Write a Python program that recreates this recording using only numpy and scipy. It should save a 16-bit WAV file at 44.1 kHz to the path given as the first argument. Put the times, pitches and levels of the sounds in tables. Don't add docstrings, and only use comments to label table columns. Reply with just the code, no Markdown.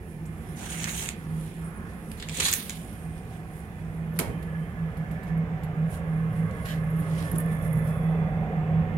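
import sys
import numpy as np
from scipy import signal
from scipy.fft import rfft, irfft
from scipy.io import wavfile
from scipy.ndimage import uniform_filter1d

SR = 44100
rng = np.random.default_rng(int(sys.argv[2]) if len(sys.argv) > 2 else 0)


def decibels_to_gain(level_db):
    exponent = np.asarray(level_db, float) / 20
    return 10 ** exponent


def inscribe(sig):
    pcm = np.round(np.clip(np.atleast_2d(sig).T, -1, 1) * 32767)
    wavfile.write(sys.argv[1], SR, pcm.astype(np.int16))


N = 395577

# t/s, gain/dB
APPROACH = [(0, -2), (.5, 0.6827), (2.6, 0.5), (3.6, 0), (4.35, 4.5), (4.75, 3.5), (5.5, 5.5), (6.7, 7),
            (7.5, 9), (8.97, 9.5)]


def evened(x):
    return x / np.sqrt(np.mean(x ** 2) + 1e-20)


def read(points, hz):
    f, value = np.transpose(points)
    return np.interp(np.log(hz + 1), np.log(f + 1), value)


def placed(sounds):
    mix = np.zeros((2, N))
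    for s, sound in sounds:
        part = mix[:, round(s * SR):][:, :sound.shape[1]]
        part += sound[:, :part.shape[1]]
    return mix


def sides(pan_db):
    return decibels_to_gain(np.array([pan_db / 2, -pan_db / 2]))


def per_band(shape_db, hz, lo, hi):
    return -10 * np.log10(np.sum(decibels_to_gain(2 * shape_db) * (hz > lo) * (hz < hi)) / len(hz))


def patches(shape, size):
    field = rng.standard_normal(shape[::-1]).T
    return evened(uniform_filter1d(uniform_filter1d(field, size[0], 0), size[1], 1))


def partner(a, b, same):
    return same * a + np.sqrt(1 - same ** 2) * b


def arch(t, middle_s, length_s):
    return np.maximum(1 - (2 * (t - middle_s) / length_s) ** 2, 0)


def resonance(hz, centre_hz, width_hz):
    return 1 / (1 + (2 * (hz - centre_hz) / width_hz) ** 2)


def swells(t, rows, rest_db):
    power = decibels_to_gain(2 * rest_db) + 0 * t
    for middle_s, length_s, db in rows:
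        power = power + decibels_to_gain(2 * db) * arch(t, middle_s, length_s) ** 2
    return 10 * np.log10(power)


def fan_tones_db(hz, t):
    # f/Hz, width/Hz, middle t/s, length/s, level above drone/dB
    tones = [(1740.2, 45.36, 4.8022, 1.243, 10), (2208.5, 54, 5.2226, .7, 9.5), (3108, 50, 4.5, 1.2, 11.5),
             (2084.2, 41.15, 6.769, 2.148, 8), (1568.9, 36, 6.04, 2.5, 8.5),
             (1695.1, 35.75, 6.744, 2.164, 8.5), (1765, 51, 7.447, 1.3, 5.5),
             (2017.1, 60, 7.8416, 1.019, 9), (1104.6, 43.97, 7.0287, 2.958, 9.5),
             (3444.3, 90, 7.5, 0.87, 7.5), (3387.5, 110, 7.9186, .5, 8), (3469.3, 90, 8.15, 0.63, 8),
             (2955.8, 350, 8, 1.5, -4.5), (1232, 397, 1.559, 0.117, -7.5),
             (1225.3, 247.7, 0.0905, 0.4002, -9), (3256, 60.7, 6.96, 0.743, 4), (2593.8, 50, 8.3, 1.8, 6.5),
             (962.3, 56, 8.5, 0.87, 5), (1419, 651, 1.7781, 0.4925, 6)]
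    flutter = patches((2 * len(tones), len(t)), size=(1, 5)).reshape(len(tones), 2, -1)
    total_db = 0
    for (f, width_hz, middle_s, length_s, db), (on, waver) in zip(tones, flutter):
        strength = np.clip(1 + 0.24 * on, 0, 1.5) * arch(t, middle_s, length_s)
        total_db = total_db + db * strength * resonance(hz[:, None], f * (1 + 0.0063 * waver), width_hz)
    return total_db


def panels_db(hz, t):
    # f/Hz, width/Hz, level above drone far from pane/dB, near it/dB
    panels = [(30.98, 7.5, -5.5, -6.5), (59.91, 10.399, 16, 3.5), (91.79, 6.8, 4, -0.5),
              (125.78, 10, -12.5, 7.5), (145.51, 6.8, -12, -6.5), (164.91, 24.67, 6.5, 10.5),
              (199.3, 9.4, 0.5, 9), (226.84, 50.09, 9, 0), (296.44, 14.315, 0.5, 14),
              (332.2, 90.12, 6.5, -11), (450.57, 9.8, 3, 8.5), (524.36, 18.007, 2.5, 7.5),
              (592.85, 96, -4, 4), (1083.5, 30, 3.5, 4), (1220.9, 21, 1, 9), (1744.3, 23, 7.5, 8),
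              (2070.8, 120, 3.5, 4.5), (2426.9, 120, 6, 1), (3140, 29, 3.5, -3.5), (3469.7, 56, 5.5, 8)]
    # t/s, nearness to pane/0-1
    nearness = [(0, 0.02), (3.4, 0.18), (4.6, 0.48), (6.8, 0.99), (7.6, 0.92), (8.97, 0.78)]
    near = np.interp(t, *np.transpose(nearness))
    sway = 1 + .011 * patches((len(panels), len(t)), size=(1, 25))
    total_db = 0
    for (f, width_hz, far_db, near_db), k in zip(panels, sway):
        level_db = far_db + (near_db - far_db) * near
        total_db = total_db + level_db * resonance(hz[:, None], f * k, width_hz)
    return total_db


def machinery():
    # f/Hz, density/dB
    drone = [(12, -51), (20, -10), (107, 1.5), (163, -1.5), (187, -7), (248, -19), (337, -23.5), (446, -25),
             (624, -27.5), (718, -27.5), (923, -31.5), (1760, -32), (4420, -54.5), (10500, -57),
             (16000, -59.5)]
    registers = [
        (-45, 0.9242),
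        (-50.5, 1.1045),
        (-55.5, 0.81272),
    ]
    # f/Hz, width/Hz
    duct = (743.65, 75.63)
    # middle t/s, length/s, top level/dB
    whistles = [
        (0.68, 0.96, -47.5),
        (3.4, 1.834, -45),
        (5.7, 2.5, -42),
        (8.49, 1.2443, -30.5),
    ]
    # f/Hz, left-right likeness
    likeness = [(60, 0.9864), (200, 0.9695), (300, 0.8107), (700, 0.8448), (1200, 0.5943), (2500, 0.4142),
                (5000, 0.14), (15000, 0.11)]
    hz, t, (a, b) = signal.stft(rng.standard_normal((N, 2)).T, SR, nperseg=4096, noverlap=3072)
    shape = read(drone, hz)
    approach_db = np.interp(t, *np.transpose(APPROACH))
    hull, wall, fan = (db + share * approach_db for db, share in registers)
    hiss = -52.5 + 0 * t
    lift = np.array([hull + per_band(shape, hz, 40, 140), wall + per_band(shape, hz, 250, 680),
                     fan + per_band(shape, hz, 894.4, 3400), hiss + per_band(shape, hz, 900, 3000) - 1.5])
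    register = np.interp(np.log(hz + 1), np.log([150, 400, 1100, 3000, 4500]), [0, 1, 2, 2, 3])
    weights = np.maximum(1 - abs(register[:, None] - np.arange(4)), 0)
    gain_db = shape[:, None] + panels_db(hz, t) + weights @ lift + 1.5 * patches(a.shape, size=(5, 8))
    gain = decibels_to_gain(gain_db + fan_tones_db(hz, t))
    whistle = evened(resonance(hz, *duct))
    gain = np.hypot(gain, whistle[:, None] * decibels_to_gain(swells(t, whistles, rest_db=-56.5) - 12.0))
    z = np.array([a, partner(a, b, read(likeness, hz)[:, None])]) * gain
    return decibels_to_gain(0.5) * signal.istft(z, SR, nperseg=4096, noverlap=3072)[1][:, :N]


def hum():
    drive = [(0.25, 0.3939, -40), (0.84, 0.3424, -38.5), (1.38, 0.3249, -33), (1.652, 0.2475, -35),
             (2.345, 0.2243, -37), (2.1, 0.297, -44.5), (2.753, 0.273, -44.5), (3.071, 0.1329, -37),
             (3.45, 0.6018, -44), (4.031, 0.5433, -32.5), (4.196, 0.043, -26), (4.37, 0.09024, -32),
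             (4.573, 0.3566, -31.5), (4.849, 0.13954, -29), (5.008, 0.1349, -31), (5.144, 0.10547, -31),
             (5.376, 0.20207, -23.5), (5.538, 0.1382, -29), (5.675, 0.157, -30), (5.833, 0.1509, -23),
             (6.171, 0.5165, -26.5), (6.421, 0.1817, -26.5), (6.619, 0.1096, -36.5), (6.912, 0.43, -26.5),
             (7.149, 0.1154, -27), (7.244, 0.139, -29.5), (7.448, 0.31995, -25.5), (7.784, 0.4235, -24.5),
             (8.125, 0.4818, -24.5), (8.391, 0.2004, -27), (8.579, 0.1641, -28.5), (8.761, 0.19905, -22),
             (8.96, 0.071, -25)]
    centre_hz, wander_hz, rest_db = 160.45, 2.1447, -52.5
    t = np.arange(N) / SR
    drift = evened(uniform_filter1d(uniform_filter1d(rng.standard_normal(N), size=5000), size=5000))
    phase = 2 * np.pi * np.cumsum(centre_hz + wander_hz * drift) / SR
    level_db = swells(t, drive, rest_db + np.interp(t, *np.transpose(APPROACH)))
    return np.sqrt(2) * decibels_to_gain(level_db) * np.sin(phase) * np.ones((2, 1))


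def knock(s, db, hz, t60_s):
    t = np.arange(SR // 2) / SR
    noise = rng.standard_normal((2, len(t)))
    band = signal.butter(2, [hz * 0.6573, hz * 1.3226], "band", fs=SR)
    body = signal.lfilter(*band, noise + 0.383 * noise[::-1])
    return s, evened(body) * decibels_to_gain(db - 60 * t / t60_s) * np.minimum(t / 0.006837, 1)


def knocks():
    # t/s, peak/dB, centre f/Hz, t60/s
    rows = [
        (2.38, -36, 349, 0.429),
        (4.189, -33.5, 442.1, 0.5847),
        (4.2, -36, 674.5, 0.4773),
        (4.19, -37.5, 1082.5, 0.2636),
        (4.269, -26, 107.94, 0.2178),
        (4.281, -36, 322, 0.4652),
        (7.33, -34, 355.2, 0.2426),
        (4.2, -34, 233.4, 0.3297),
        (7.335, -33, 196.4, .15),
    ]
    return placed(knock(*row) for row in rows)


def rub(rows, colour, centre_hz, split_hz, slips_per_s, grain_db, same, pan_db, patchy_db, flutter_db=0):
    s, bright_db, dull_db, peak_hz = np.transpose(rows)
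    n = round((s[-1] - s[0]) * SR)
    draw = rng.random((n, 2))
    slips = decibels_to_gain(-grain_db * np.log(draw[:, 0] + 0.024)) * (draw[:, 1] < slips_per_s / SR)
    decay_s = 0.00031
    grit = evened(1 + signal.lfilter([1], [1, -np.exp(-1 / (decay_s * SR))], slips))
    a, b = rng.standard_normal((n, 2)).T
    grains = grit * np.array([a, partner(a, b, same)])
    hz, t, z = signal.stft(grains, SR, nperseg=256, noverlap=192)
    t = t + s[0]
    shape = read(colour, hz)
    high = np.clip((hz / split_hz - .8) / 0.905, 0, 1)[:, None]
    slid_hz = hz[:, None] * centre_hz / np.interp(t, s, peak_hz)
    upper = read(colour, slid_hz) + per_band(shape, hz, split_hz, SR)
    lower = shape[:, None] + per_band(shape, hz, 0, split_hz) + np.interp(t, s, dull_db)
    gain_db = high * upper + (1 - high) * lower + np.interp(t, s, bright_db)
    gain_db = gain_db + patchy_db * patches(z[0].shape, size=(8, 40))
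    gain_db = gain_db + flutter_db * patches(z[0].shape, size=(40, 6))
    out = signal.istft(z * decibels_to_gain(gain_db), SR, nperseg=256, noverlap=192)[1] * sides(np.array([pan_db]))
    return s[0], out * signal.windows.tukey(out.shape[1], 0.009215 / (s[-1] - s[0]))


def clothes():
    moves = [(.03, -65.5, -0.01, -11.5), (.1, -59.5, 0.1486, -12.5), (.43, -59.5, 0.2867, -8.5),
             (.53, -56, 0.2144, -7), (1.2, -57, 0.1157, -6), (1.38, -54.5, 0.1862, -9.5),
             (1.46, -56, 0.2112, -4), (1.66, -59, 0.2993, -14.5), (1.9, -63, 0.0683, 0),
             (2.13, -54, 0.2486, -9.5), (2.72, -48.5, 0.2709, -6), (2.95, -63.5, 0.5232, -15.5),
             (3.18, -57.5, -0.02, -2), (3.33, -58, 0.1068, -3), (3.57, -55, 0.1318, -9.5),
             (3.8, -66, 0.1308, -2), (3.96, -63, 0.1206, -17.5), (4.17, -52.5, 0.0146, -4),
             (4.28, -63, 0.5, -13), (4.46, -68.5, 0.0844, -7), (4.6, -64, 0.2583, -15.5),
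             (4.8, -71, 0.3516, -10.5), (5.0, -68.5, 0.1137, -4.5), (5.14, -66, 0.1139, -3),
             (5.28, -59, 0.0227, 0), (5.77, -73, 0.0751, -10.5), (5.915, -49.5, 0.0276, -11),
             (5.94, -48.5, 0.023, -5.5), (5.97, -53.5, 0.03, -8), (6.15, -65.5, 0.5, -13),
             (6.37, -56, 0.0736, -9.5), (6.57, -60, 0.1014, -4), (6.66, -54, 0.1073, -7),
             (6.905, -64, 1.0426, -19), (7.0, -60.5, 0.393, -22.5), (7.1, -58, 0.1514, -6.5),
             (7.2, -51.5, 0.1487, 0.5), (7.28, -50, 0.1128, -14.5), (7.36, -43, 0.007, -8),
             (7.4, -43.5, 0.0264, -19), (7.53, -50, 0.0565, -14), (7.65, -49, 0.0622, -13.5),
             (7.76, -52, 0.1055, -16), (7.88, -50.5, 0.0488, -12.5), (7.97, -59.5, 0.1758, -16.5),
             (8.04, -66, 0.2327, -18.5)]
    # f/Hz, density/dB
    rustle = [(1500, -24.5), (2500, -7.5), (3300, -6.5), (4600, -12.5), (6000, -12.5), (7500, -13),
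              (8700, -8), (10000, -6), (11000, -3), (12200, -13.5), (16000, -22.5)]
    rise_share = 0.7868
    s = np.arange(0, N / SR, .005)
    top_s, db, fall_s, dull_db = np.transpose(moves)[:, :, None]
    drop = np.maximum((s - top_s) / fall_s, (top_s - s) / (rise_share * fall_s))
    power = decibels_to_gain(2 * (db - 10 * drop)) + 1e-30
    bright = power.sum(0)
    dull = (power * decibels_to_gain(2 * dull_db)).sum(0) / bright
    rows = np.transpose([s, 10 * np.log10(bright), 10 * np.log10(dull), 10300 + 0 * s])
    return placed([rub(rows, rustle, centre_hz=10500, split_hz=6000, slips_per_s=400, grain_db=1.0,
                       same=.3, pan_db=-.3, patchy_db=1.7)])


def scuff():
    # hold/s, bright level/dB, dull re bright/dB
    hold_s, db, dull_db = (0.06659, -48, 5.413)
    # f/Hz, density/dB
    sole = [(820, -46), (1400, -21.5), (1610, 2), (1790, -1), (1960, -4.5), (2280, -15), (3070, -10),
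            (3360, -14), (4380, -11.5), (4570, -21.5), (5890, -19.5), (6520, -22), (9320, -25.5),
            (11900, -19.5), (16000, -40.5)]
    start_s, set_in_db_per_s, let_go_db_per_s = 6.655, 3000, 260
    s = np.arange(-.04, .18, .005)
    drop_db = np.maximum(-set_in_db_per_s * s, let_go_db_per_s * (s - hold_s))
    level_db = db - np.maximum(drop_db, 0)
    rows = np.transpose([start_s + s, level_db, dull_db + 0 * s, 10500 + 0 * s])
    return placed([rub(rows, sole, centre_hz=10500, split_hz=4300, slips_per_s=300, grain_db=1.5,
                       same=.4, pan_db=.3, patchy_db=1.5)])


def crackle(s, db, hz, ms):
    t = np.arange(2400) / (SR * ms / 1000)
    burst = rng.standard_normal((2, 2400)) * np.exp(-t) * (1 - np.exp(-t / 0.27)) ** 2
    spread = .13
    band = signal.butter(3, [hz * (1 - spread), hz * (1 + spread)], "band", fs=SR)
    ring = signal.lfilter(*band, burst + 0.13 * burst[::-1])
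    return s, decibels_to_gain(db + 1.5) * ring / abs(ring).max()


def crackles():
    # t/s, peak/dB, ring f/Hz, length/ms
    rows = [(0.2558, -46, 10810, 8.73), (.2566, -47, 8210, 11.67), (4.4263, -46, 11220, 5.453),
            (4.9691, -49, 11020, 8.93), (5.111, -47.5, 11230, 8.08), (5.231, -48.5, 11350, 10),
            (5.372, -54.5, 11000, 8), (5.633, -46, 11400, 9.14), (6.8372, -52.5, 10790, 6.05),
            (6.8969, -45, 11330, 11.72), (6.958, -50, 11210, 12.03), (6.985, -41.5, 11510, 11.95),
            (6.998, -40.5, 10760, 9.7), (7.315, -27.5, 11020, 2.393), (7.382, -21.5, 10380, 2.9),
            (7.401, -31.5, 10810, 3.87), (7.4589, -40, 10960, 3.043), (7.5162, -47.5, 10190, 12.09),
            (7.546, -43.5, 11410, 5.97), (7.5885, -47.5, 11600, 3.287), (7.6223, -39, 11000, 3.96),
            (7.645, -43.5, 10800, 8.08), (7.6733, -43.5, 10600, 5.045), (7.7281, -34.5, 11430, 3.43),
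            (7.7686, -44.5, 11000, 5.02), (7.787, -42.5, 11600, 4.39), (7.842, -45.5, 11500, 13.75),
            (7.895, -47, 12000, 5.9)]
    return placed(crackle(*row) for row in rows)


def squeak(s, seconds, start_hz, end_hz, db, shake_hz):
    n = round(seconds * SR)
    shake = evened(uniform_filter1d(rng.standard_normal((n, 2)), size=90, axis=0)).T
    phase = 2 * np.pi * np.cumsum(np.linspace(start_hz, end_hz, n) + shake_hz * shake[0]) / SR
    return s, decibels_to_gain(db + 2.69 * shake[1]) * np.sin(phase) * signal.windows.tukey(n, .5) * np.ones((2, 1))


def squeaks():
    # t/s, length/s, start f/Hz, end f/Hz, level/dB, unsteadiness/Hz
    rows = [
        (1.639, 0.0403, 8770, 8346, -53.5, 70),
        (1.63, 0.07507, 10300, 10230, -51, 250.2),
        (1.735, 0.038, 9700, 10190, -55.5, 70),
        (1.762, 0.02973, 10120, 9549, -54.5, 70),
        (2.9, 0.38, 8920, 8597, -59, 260),
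        (4.113, 0.0748, 11300, 12690, -59.5, 90),
        (6.688, 0.04842, 3200, 3000, -46, 90.04),
    ]
    return placed(squeak(*row) for row in rows)


def click():
    # f/Hz, density/dB
    colour = [(300, -34.5), (900, -10.5), (2250, -3.5), (3600, -32), (4700, -14), (6800, -12), (10300, -6),
              (13300, -13), (16000, -26.5)]
    start_s, db = 4.1896, -23
    t = np.arange(SR // 4) / SR
    bounce = 0.1135 * np.exp(-abs(t - .011) / 0.000997)
    rattle = np.exp(-t / 0.005383) + bounce + 0.1843 * np.exp(-t / 0.04757)
    noise = rng.standard_normal((2, len(t)))
    hz = np.fft.rfftfreq(len(t), 1 / SR)
    spectrum = rfft(noise + 5.965 * noise[::-1]) * decibels_to_gain(read(colour, hz))
    return start_s, decibels_to_gain(db) * evened(irfft(spectrum, len(t))) * rattle


def tick(s, db, hz, knock_db, ms):
    t = np.arange(1200) / (SR * ms / 1000)
    burst = rng.standard_normal((2, 1200)) * np.exp(-t) * np.minimum(t / 0.054, 1)
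    burst = burst + 0.095 * burst[::-1]
    ring = signal.lfilter(*signal.butter(2, [hz * .85, hz * 1.16], "band", fs=SR), burst)
    top = signal.lfilter(*signal.butter(2, 9000, "high", fs=SR), burst)
    dull = signal.lfilter(*signal.butter(2, [1700, 4800], "band", fs=SR), burst)
    bright = evened(ring) + 0.2792 * evened(top)
    return s, decibels_to_gain(db + 3) * (bright / abs(bright).max() + decibels_to_gain(knock_db) * dull / abs(dull).max())


def hard_hits():
    # t/s, peak/dB, ring f/Hz, low knock re ring/dB, length/ms
    ticks = [(0.255, -49, 6000, -1.5, 4.76), (0.833, -25, 7800, -3, 1.442),
             (0.8417, -19, 6850, -3.5, 2.483), (2.116, -34.5, 9600, -3, 2.488),
             (2.2251, -29, 6560, 3, 2.718), (2.2871, -26, 6700, -3, 2.277),
             (2.352, -31.5, 7160, -11.5, 1.64), (2.515, -20.5, 9760, -6, 1.3),
             (2.5277, -13, 7130, -7.5, 2.706), (2.6953, -24, 6750, -2, 3.234),
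             (2.7042, -28.5, 7600, -0.5, 2.962), (2.3155, -38, 7470, -19, 3),
             (2.3449, -31.5, 7490, -1, 3.09), (2.4493, -29.5, 7390, -14.5, 4.05),
             (2.523, -23.5, 7170, -10, 1.177), (2.553, -26.5, 11000, -15.5, 2.7),
             (2.6955, -29.5, 10500, -9.5, 1.507)]
    rattles = [
        (0.891, -28, 6934, 3, 4.13),
        (2.1993, -39, 7304, 4.5, 4.434),
        (2.294, -31.5, 7393, 4, 4.69),
        (2.371, -25.5, 7524, -18.5, 6.73),
        (2.4004, -16, 6884, -5, 4),
        (2.405, -18, 8500, 0, 3.604),
        (2.4739, -20, 7900, -7, 3.5),
        (2.489, -22, 8104, 1.5, 2.1),
        (2.5345, -17.5, 8110, -14, 1.9),
    ]
    snaps = [
        (1.0889, -19, 7200, -3, 1.2),
        (2.5365, -12.5, 14500, -30, 2.5),
        (2.5372, -12, 7500, -8, 2),
        (2.5155, -24, 13000, -30, 2),
        (4.1925, -19, 11000, -6, 3),
        (4.1995, -23, 9500, -2, 3),
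        (4.1897, -16, 12000, -8, 1.8),
    ]
    flicks = [
        (4.4269, -52.5, 8000, 4, 7.91),
        (4.9695, -54.5, 7500, 4.5, 8),
        (5.111, -52, 7495, 3, 7.88),
        (5.231, -52, 8000, 1.5, 9.5),
        (5.633, -51.5, 6998, 4, 8.85),
        (6.51, -48, 7500, 0, 3.553),
        (6.658, -46, 6000, 9.5, 5.2),
        (.701, -37.5, 8250, -4, 2.945),
    ]
    return placed([tick(*row) for row in ticks + rattles + snaps + flicks] + [click()])


def curtains():
    # t/s, swish level by hand speed/dB, rail scrape re swish/dB, fabric pitch/Hz
    pulls = [
        [(.555, -57.5, -12.5, 9000), (.585, -46, -2, 8606), (.69, -45, -0.5, 9024), (.71, -41, 0, 8909),
         (.8, -41, -2.5, 9013), (.845, -42.5, 0.5, 9140), (.862, -42.5, 2.5, 9000)],
        [(.858, -48, -2.5, 9000), (.872, -37, -1.5, 8965), (.93, -38.5, -7.5, 8983), (.97, -35.5, -6, 8859),
         (1.03, -37, -6, 9094), (1.06, -39, -3.5, 9112), (1.115, -48, 0, 9370), (1.14, -61, -3.5, 9400)],
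        [(2.17, -56.5, -5, 9000), (2.24, -60, 15, 9000), (2.28, -58.5, -9, 9000), (2.3, -55.5, 1, 8997),
         (2.345, -43, -0.5, 9197), (2.39, -39, 2.5, 9257), (2.4, -46.5, 4, 9000)],
        [(2.395, -36, 4, 9000), (2.43, -34.5, 1.5, 9020), (2.455, -26.5, -4.5, 9077),
         (2.485, -28.5, -3.5, 8766), (2.51, -36, 2, 9233), (2.545, -37.5, -10.5, 14000),
         (2.6, -39.5, -4.5, 13330), (2.68, -52, 0, 11750), (2.78, -56.5, 0.5, 11000)],
    ]
    # f/Hz, density/dB
    swishes = [
        [(590, -12), (1000, -4), (1120, -36), (1220, -11), (1690, -6), (2710, -7), (4000, -8.5), (4700, -14), (5400, -15.5), (6000, -5.5), (6860, 0), (7800, -4), (9490, -1.5), (11800, -11.5), (14200, -14.5), (16000, -18.5)],
        [(350, -44), (600, -12.5), (1550, -15.5), (1730, -10), (2470, -8), (2830, -11.5), (3480, -2), (4300, 0), (5260, -10), (6300, 1), (7410, 4.5), (12200, -3), (14900, -7.5), (16000, -20)],
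    ]
    stroke_curtain = (0, 0, 1, 1)
    return placed(rub(rows, swishes[curtain], centre_hz=9368.7, split_hz=3966, slips_per_s=1400,
                      grain_db=-14.0, same=0.2632, pan_db=-0.5, patchy_db=2.0, flutter_db=1.5)
                  for rows, curtain in zip(pulls, stroke_curtain))


def cabin(x):
    # f/Hz, t60/s
    decay = [(300, 0.32), (1000, 0.42), (3000, 0.35555), (8000, 0.1294), (15000, 0.1588)]
    taps = np.zeros((2, SR // 2))
    at = np.arange(200, SR // 2 - 20, 20) + rng.integers(0, 20, (2, (SR // 2 - 201) // 20))
    np.put_along_axis(taps, at, rng.choice([-1., 1.], at.shape), 1)
    hz, t, z = signal.stft(taps, SR, nperseg=256)
    tail = signal.istft(z * decibels_to_gain(-60 * t / read(decay, hz)[:, None]), SR, nperseg=256)[1]
    return signal.fftconvolve(x, tail / np.linalg.norm(tail[0]), axes=1)[:, :N]


def scene():
    steady = machinery() + hum()
    near = knocks() + clothes() + scuff() + squeaks()
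    creases, hits, pulls = crackles(), hard_hits(), curtains()
    room = cabin(decibels_to_gain(-8.0) * hits + decibels_to_gain(-14.0) * pulls + decibels_to_gain(-11.0) * creases)
    return steady + near + creases + hits + pulls + room


def top_cut(x):
    return signal.sosfilt(signal.butter(12, 15900, fs=SR, output="sos"), x)


def record(dry):
    # f/Hz, left re right/dB
    tilt = [(60, -4), (200, -3), (380, -2.5), (700, -2), (1290, -5), (2380, -10), (4400, 0), (8120, -5),
            (15000, -9)]
    # f/Hz, left port lead/rad
    port_lead = [(0, 0), (950, .4), (1720, 2.9), (2550, 5), (4900, 12), (16000, 45)]
    margin = 2048
    wide = np.pad(dry, ((0, 0), (margin, margin)), "reflect")
    hz = np.fft.rfftfreq(wide.shape[1], 1 / SR)
    lead_rad = np.interp(hz, *np.transpose(port_lead)) * np.array([[1], [-1]])
    ports = sides(read(tilt, hz)) * np.exp(.5j * lead_rad)
    edge = 1 / np.sqrt(1 + (hz / 15850) ** 600)
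    heard = irfft(rfft(wide) * ports * edge, wide.shape[1])[:, margin:-margin]
    return top_cut(heard)


dry = scene()
out = record(dry)
inscribe(out)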